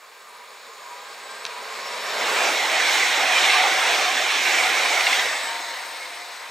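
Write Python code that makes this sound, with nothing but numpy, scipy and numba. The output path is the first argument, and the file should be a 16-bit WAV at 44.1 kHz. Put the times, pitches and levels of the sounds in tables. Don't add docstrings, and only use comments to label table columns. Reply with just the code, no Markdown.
import sys
import numpy as np
from scipy import signal
from scipy.io import wavfile
from scipy.ndimage import uniform_filter1d
from numba import njit

SR = 44100
rng = np.random.default_rng(int(sys.argv[2]) if len(sys.argv) > 2 else 0)


def transcribe(signal):
    frames = np.atleast_2d(signal).T
    limited = np.clip(frames, -1, 1)
    pcm = np.round(limited * 32767).astype(np.int16)
    wavfile.write(sys.argv[1], SR, pcm)


N = 287046
T = np.arange(N) / SR

NOSE_S, TAIL_S, CHANGE_S = 2.23, 5.324, 0.26
SPEED_M_PER_S, TRACK_M, SOUND_M_PER_S = 43, 5.5, 343

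# abreast [t/s], relative ring [level/dB], pitch factor [1], roar surge [level/dB],
# treble surge [level/dB], track drone [f/Hz], track drone [level/dB]
WHEEL_GROUPS = [(2.4, -33, 1.18, 1.5, 3, 784, -53), (2.95, -29.5, 1.02, 4, 3.5, 765, -35.5),
                (3.47, -30, 1.04, 6.5, 3.5, 742, -28.5), (3.93, -31, 1.18, 3, 2.5, 739, -32.5),
                (4.55, -28, 1.01, 3, 3, 766, -34), (4.85, -30.5, 1.03, 0, 1.5, 704, -35),
                (5.1, -36, 0.85, 4, 4.5, 705, -55)]
# centre [f/Hz], nominal width [f/Hz], relative [level/dB]
WHEEL_MODES = [(2039, 96, -2), (2205, 76, 1), (2373, 130, -3), (2762, 72.7, -6.5), (3590, 86.5, -16),
               (4120, 79, -23), (1501, 61, -6.5)]


def undb(db):
    return 10 ** (np.asarray(db) / 20)


def curve(table, hz):
    f, v = np.transpose(table)
    return np.interp(np.log(hz + 1), np.log(f + 1), v)


def bump(t, t0, half_s):
    return np.exp(-((t - t0) / half_s) ** 2)


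def stages(t):
    past_nose, past_tail = (.5 + .5 * np.tanh((t - s) / CHANGE_S) for s in (NOSE_S, TAIL_S))
    return 1 - past_nose, past_nose - past_tail, past_tail


def staged(values, t):
    return sum(v * w for v, w in zip(values, stages(t)))


def passing(abreast_s):
    along_m = SPEED_M_PER_S * (T - abreast_s)
    range_m = np.hypot(along_m, TRACK_M)
    receding_m_per_s = SPEED_M_PER_S * along_m / range_m
    return 1 / (1 + receding_m_per_s / SOUND_M_PER_S), TRACK_M / range_m


@njit
def svf(x, g, k):
    y, band, low = np.empty(len(x)), 0., 0.
    for i in range(len(x)):
        v = (band + g[i] * (x[i] - low)) / (1 + g[i] * (g[i] + k[i]))
        band, low = 2 * v - band, low + 2 * g[i] * v
        y[i] = k[i] * v
    return y


def ring(hz, width_hz):
    hz = np.minimum(hz * np.ones(N), .45 * SR)
    g, k = np.tan(np.pi * hz / SR), width_hz / hz
    once = svf(rng.standard_normal(N), g, k)
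    y = svf(once, g, k)
    return y / y.std()


def walk(rate_hz):
    hold = int(SR / rate_hz)
    steps = np.repeat(rng.standard_normal(N // hold + 1), hold)[:N]
    w = uniform_filter1d(steps, hold)
    return w / w.std()


def warble(hz, width_hz):
    level = np.sqrt(2) * undb(1.6 * walk(25))
    cycles = np.cumsum(hz + width_hz / 2 * walk(40)) / SR
    return level * np.sin(2 * np.pi * cycles)


def rail_song():
    # multiple [1], relative ahead of the train [level/dB], relative behind it [level/dB]
    partials = [(2, -4.5, -15), (3, -8, -5), (5, -17, -2), (6, -18, -8), (7, -16, -12), (8, -16, -19),
                (9, -10, -4), (10, -11, -11), (11, -10, -3), (12, -22, -4), (13, -15, -17), (14, -21, -11),
                (15, -19, -18), (16, -18, -11), (17, -19, -11), (18, -16, -16), (19, -25, -14),
                (20, -36, -13)]
    ahead_hz, behind_hz = 779, 724
    width_hz, spread = 30., .0005
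    grow_db_per_s, fade_db_per_s, top_gain_db_per_s = 5.5, 11.5, 5
    coming, beside, leaving = stages(T)
    before_s, after_s = np.maximum(NOSE_S - T, 0), np.maximum(T - TAIL_S, 0)
    hz = staged((ahead_hz, (ahead_hz + behind_hz) / 2, behind_hz), T)
    db = staged((-48, -51, -42.5), T) - grow_db_per_s * before_s - fade_db_per_s * after_s
    top_db = staged((-8, -2, -7.5), T) + top_gain_db_per_s * (before_s + after_s)
    song = 0
    for k, ahead_db, behind_db in partials:
        share = undb(ahead_db) * (coming + beside / 2) + undb(behind_db) * (leaving + beside / 2)
        topness = np.clip(k / 10 - .5, 0, 1)
        gain = undb(db + top_db * topness + 2 * walk(5))
        song = song + share * gain * ring(k * hz, width_hz + spread * k * k * hz.mean())
    return song


def rail_hums():
    # centre [f/Hz], nominal width [f/Hz], before fading with time from that end [level/dB]
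    ahead_modes = [(808, 28, -54.5), (970, 26, -51), (1067, 42, -47), (1205, 85, -46.5), (1604, 16.8, -51),
                   (6850, 790, -52.5), (8565, 55, -59)]
    behind_modes = [(926, 15, -43), (1030, 56, -43), (509, 22, -50.5), (3980, 460, -40.5), (8040, 130, -59)]
    grow_db_per_s, fade_db_per_s, waver_db, linger_s = 5.5, 8.5, 2, 0.15

    def hum(modes):
        return sum(undb(d + waver_db * walk(3.91)) * ring(f, w) for f, w, d in modes)

    ahead_gain = stages(T - linger_s)[0] * undb(-grow_db_per_s * np.maximum(NOSE_S - T, 0))
    behind_gain = stages(T)[2] * undb(-fade_db_per_s * np.maximum(T - TAIL_S, 0))
    return ahead_gain * hum(ahead_modes) + behind_gain * hum(behind_modes)


def roar():
    # [f/Hz], relative spectral density [level/dB]
    coming_colour = [(100, -17), (160, -12), (210, -4.5), (300, -21), (430, -2.5), (800, -5.5),
                     (1000, -2.5), (1400, -5), (2300, -4), (3000, -12), (3900, -9), (5500, -15.5),
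                     (5900, -21), (7500, -20.5), (9600, -31.5), (12000, -32), (14800, -40), (15400, -46)]
    beside_colour = [(100, -16.5), (340, -10.5), (580, -6.5), (750, -2.5), (1340, -5), (2240, 0),
                     (2640, -5), (3740, -3.5), (4770, -11), (5400, -8), (8500, -15), (9500, -24.5),
                     (13000, -26.5), (15600, -34)]
    leaving_colour = [(100, -14.5), (400, -11.5), (520, -5.5), (900, -3), (1380, -4), (2130, 0),
                      (2780, -8.5), (3950, -9.5), (5600, -12.5), (6100, -18), (8200, -19), (9800, -30),
                      (14500, -32), (15600, -36)]
    # abreast [t/s], lift [level/dB]
    engines = [(2.35, 5), (3.85, 2), (4.7, 0.5)]
    level_db, reach_m, soak_ahead_db_per_m = -25, 9.35, 0.08
    surge_s, treble_surge_s, treble_lag_s, engine_s = 0.25, 0.16, 0.009, 0.23
    surge_bass_share = 0.39
    hz, t, z = signal.stft(rng.standard_normal(N), SR, nperseg=1024)

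    colours = (coming_colour, beside_colour, leaving_colour)
    db = sum(np.outer(curve(c, hz), w) for c, w in zip(colours, stages(t)))
    core = (hz > 1200) & (hz < 6000)
    db -= 10 * np.log10(np.sum(undb(db[core]) ** 2, axis=0) / len(hz))

    nose_m, tail_m = SPEED_M_PER_S * (t - NOSE_S), SPEED_M_PER_S * (t - TAIL_S)
    angle = np.arctan(nose_m / reach_m) - np.arctan(tail_m / reach_m)
    db += level_db + 10 * np.log10(angle / np.pi) - soak_ahead_db_per_m * np.maximum(-nose_m, 0)

    octave = np.log2((hz + 1) / 2500)
    bass, treble = np.clip(-octave / 2, 0, 1), np.clip(octave / 2, 0, 1)
    surge_db = sum(d * bump(t, t0, surge_s) for t0, _, _, d, *_ in WHEEL_GROUPS)
    treble_surge_db = sum(d * bump(t, t0 + treble_lag_s, treble_surge_s)
                          for t0, _, _, _, d, *_ in WHEEL_GROUPS)
    engine_db = sum(d * bump(t, t0, engine_s) for t0, d in engines)
    bass_db = staged((0.5, 3, 0), t) + engine_db - (1 - surge_bass_share) * surge_db
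    treble_db = staged((4.5, 0, 2), t) - surge_db + treble_surge_db
    db += surge_db + np.outer(bass, bass_db) + np.outer(treble, treble_db)

    def blotches(bins, frames):
        smooth = uniform_filter1d(rng.standard_normal(z.shape), size=bins, axis=0)
        smooth = uniform_filter1d(smooth, size=frames, axis=1)
        return smooth / smooth.std()

    flicker_db = 0.35 + 0.48 * np.clip(octave, 0, 2)
    db += flicker_db[:, None] * blotches(40, 5)
    db += np.outer(octave < 1, staged((0.6, 2, 1.3), t)) * blotches(4, 6)
    return signal.istft(z * undb(db), SR)[1][:N]


def brief_swells():
    swells = [(.4, .2, 975, 12, -53), (.95, .14, 978, 20, -46), (1.25, .25, 8565, 35, -58),
              (1.37, .15, 1590, 10, -47), (1.0, .25, 812, 16, -53), (1.7, .3, 1068, 18, -44),
              (.8, .5, 1068, 30, -54), (5.58, .13, 700, 14, -44), (6.2, .15, 700, 16, -49),
              (1.55, .13, 969, 12, -43), (1.9, .13, 972, 16, -43), (1.87, .05, 5470, 28, -43.5),
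              (2.07, .22, 5458, 28, -46), (1.3, .25, 7740, 60, -56), (4.33, .06, 14300, 200, -55),
              (.65, .018, 1120, 350, -43), (2.3, .3, 1587, 30, -42), (6.04, .11, 2166, 10, -41),
              (5.4, .17, 7900, 800, -40), (5.285, .045, 925, 8, -34), (5.51, .05, 925, 8, -37),
              (5.75, .2, 924, 8, -46)]
    flutter_db, flutter_hz = 3.5, 40
    out = 0
    for t0, half_s, f, w, db in swells:
        carrier = warble(f, w) if w < 45 else ring(f, w)
        gain = undb(db + flutter_db * np.tanh(walk(flutter_hz)))
        out = out + gain * bump(T, t0, half_s) * carrier
    return out


def clicks():
    hits = [(1.4522, -10.5, .0002), (1.4645, -20, .0004), (1.4674, -22, .0003)]
    # [f/Hz], relative [level/dB], decay by 60 dB [t/s]
    modes = [(1770, -12, .006), (2650, -4, .006), (3300, -4, .005), (3900, 0, .005), (4400, -5, .003),
             (5750, -4, .004), (7500, -20, .002), (130, -21, .07)]
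    t = T[:SR // 10]
    tick = sum(undb(db) * np.sin(2 * np.pi * f * t) * 1000. ** (-t / t60) for f, db, t60 in modes)
    out = np.zeros(N)
    for s, db, contact_s in hits:
        hit = tick * (1 - np.exp(-t / contact_s))
        out[int(s * SR):][:len(t)] -= undb(db) * hit / np.abs(hit).max()
    return out


def wheels():
    bogie_gap_s = 0.131
    out = 0
    for t0, db, pitch, *_ in WHEEL_GROUPS:
        for offset_s in (-bogie_gap_s / 2, bogie_gap_s / 2):
            shift, near = passing(t0 + offset_s)
            modes = sum(undb(d) * ring(f * pitch * shift, 1. * w) for f, w, d in WHEEL_MODES)
            out = out + undb(db - 2.5 + 2 * walk(60)) * near ** 1.97 * modes
    return out


def whines():
    parts = [(2.57, 13100, 1000, -53), (2.62, 5440, 400, -43), (4.45, 13300, 1200, -56),
             (3.05, 6430, 250, -54), (4.55, 6930, 300, -51), (2.55, 2210, 60, -32.5),
             (2.97, 2110, 140, -31), (3.42, 2258, 70, -27), (3.47, 2835, 50, -30.5), (4.66, 2850, 60, -37),
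             (4.97, 2200, 120, -32), (5.1, 2073, 70, -32), (5.22, 1950, 200, -32)]
    out = 0
    for t0, f, w, db in parts:
        shift, near = passing(t0)
        out = out + undb(db + 2.0 * walk(30)) * near ** 2 * ring(f * shift, 1. * w)
    return out


def track_drone():
    lag_s, half_s, width_hz = 0.11, 0.24, 64
    return sum(undb(d) * bump(T, t0 + lag_s, half_s) * ring(f, width_hz)
               for t0, *_, f, d in WHEEL_GROUPS)


def clatter():
    flats = [(3.438, 3.46, -15, 1.02), (4.636, 4.636, -19, 1.02), (5.067, 5.085, -13, .985)]
    turn_hz, knock_s, tilt_db_per_oct = 16.3, .008, 16
    crack_db, crack_hz = -5, 3000.
    out = 0
    for t0, abreast_s, db, pitch in flats:
        shift, near = passing(abreast_s)
        turns = np.cumsum(turn_hz * shift) / SR
        since_s = (turns - turns[int(t0 * SR)]) % 1 / turn_hz
        knock = uniform_filter1d(np.exp(-since_s / knock_s), size=90)
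        modes = 0
        for f, w, d in WHEEL_MODES[1:]:
            gain = undb(d + tilt_db_per_oct * np.log2(f / 2000))
            modes = modes + gain * warble(f * pitch * shift, w / 2)
        crack = undb(crack_db) * knock * ring(crack_hz, crack_hz)
        out = out + undb(db) * near ** 2.8 * knock * (modes / modes.std() + crack)
    return out


def ports(x):
    # [f/Hz], difference [level/dB]
    lean_coming = [(60, 0.0), (110, 0.0), (200, -5.5), (380, -2.5), (700, 1), (1290, -1.5), (2380, -1.0),
                   (4400, 1), (8120, 0.5), (15000, -0.5)]
    lean_beside = [(60, -0.5), (110, -4), (200, -3.5), (380, -2), (700, 0.5), (1290, -3.5), (2380, -3.5),
                   (4400, 0.0), (8120, -0.5), (15000, 0.0)]
    lean_leaving = [(60, -3.5), (110, -2), (200, -5), (380, -3), (700, 3.5), (1290, 2.5), (2380, -1),
                    (4400, 1.5), (8120, 1.5), (15000, 1)]
    # [f/Hz], likeness 0-1 [1]
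    likeness = [(130, .85), (250, .99), (500, .98), (1000, .87), (2000, .88), (4000, .88), (8000, .95),
                (12000, .975)]
    # [f/Hz], phase [rad]
    lead = [(0, 0.069), (520, 0.27), (950, -0.26), (3190, 0.28), (4480, 0.19), (4910, 0.6), (7410, -0.046),
            (9220, -0.045), (9730, 0.05), (15300, 0.0)]
    hz, t, z = signal.stft(x, SR, nperseg=1024)
    leans = (lean_coming, lean_beside, lean_leaving)
    lean_db = sum(np.outer(curve(c, hz), w) for c, w in zip(leans, stages(t)))
    like = np.clip(curve(likeness, hz), 0, 1)[:, None]
    random_phase = np.exp(2j * np.pi * rng.random(z.shape))
    scattered = z * random_phase * np.sqrt(2)
    turn = undb(lean_db / 2) * np.exp(.5j * curve(lead, hz))[:, None]
    same, apart = np.sqrt((1 + like) / 2) * z, np.sqrt((1 - like) / 2) * scattered
    left, right = (same + apart) * turn, (same - apart) / turn
    return signal.istft(np.array([left, right]), SR)[1][:, :N]


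def scene():
    track = rail_song() + rail_hums() + brief_swells() + track_drone()
    train = roar() + wheels() + whines() + clatter()
    return ports(track + train) + clicks()


def record(dry):
    low_cut = signal.butter(3, 338, "high", fs=SR, output="sos")
    air_band = signal.butter(1, [30., 90.], "band", fs=SR, output="sos")
    hiss_band = signal.butter(2, 6500, "high", fs=SR, output="sos")
    top_cut = signal.ellip(14, .3, 60, 15680, fs=SR, output="sos")
    thin = signal.sosfilt(low_cut, dry)
    air = signal.sosfilt(air_band, rng.standard_normal(dry.shape))
    air = air * undb(-60.5 + staged((0, 9.0, 3.4), T))
    hiss = undb(-60) * signal.sosfilt(hiss_band, rng.standard_normal(N))
    return signal.sosfilt(top_cut, thin + air + hiss)


dry = scene()
out = record(dry)
transcribe(out)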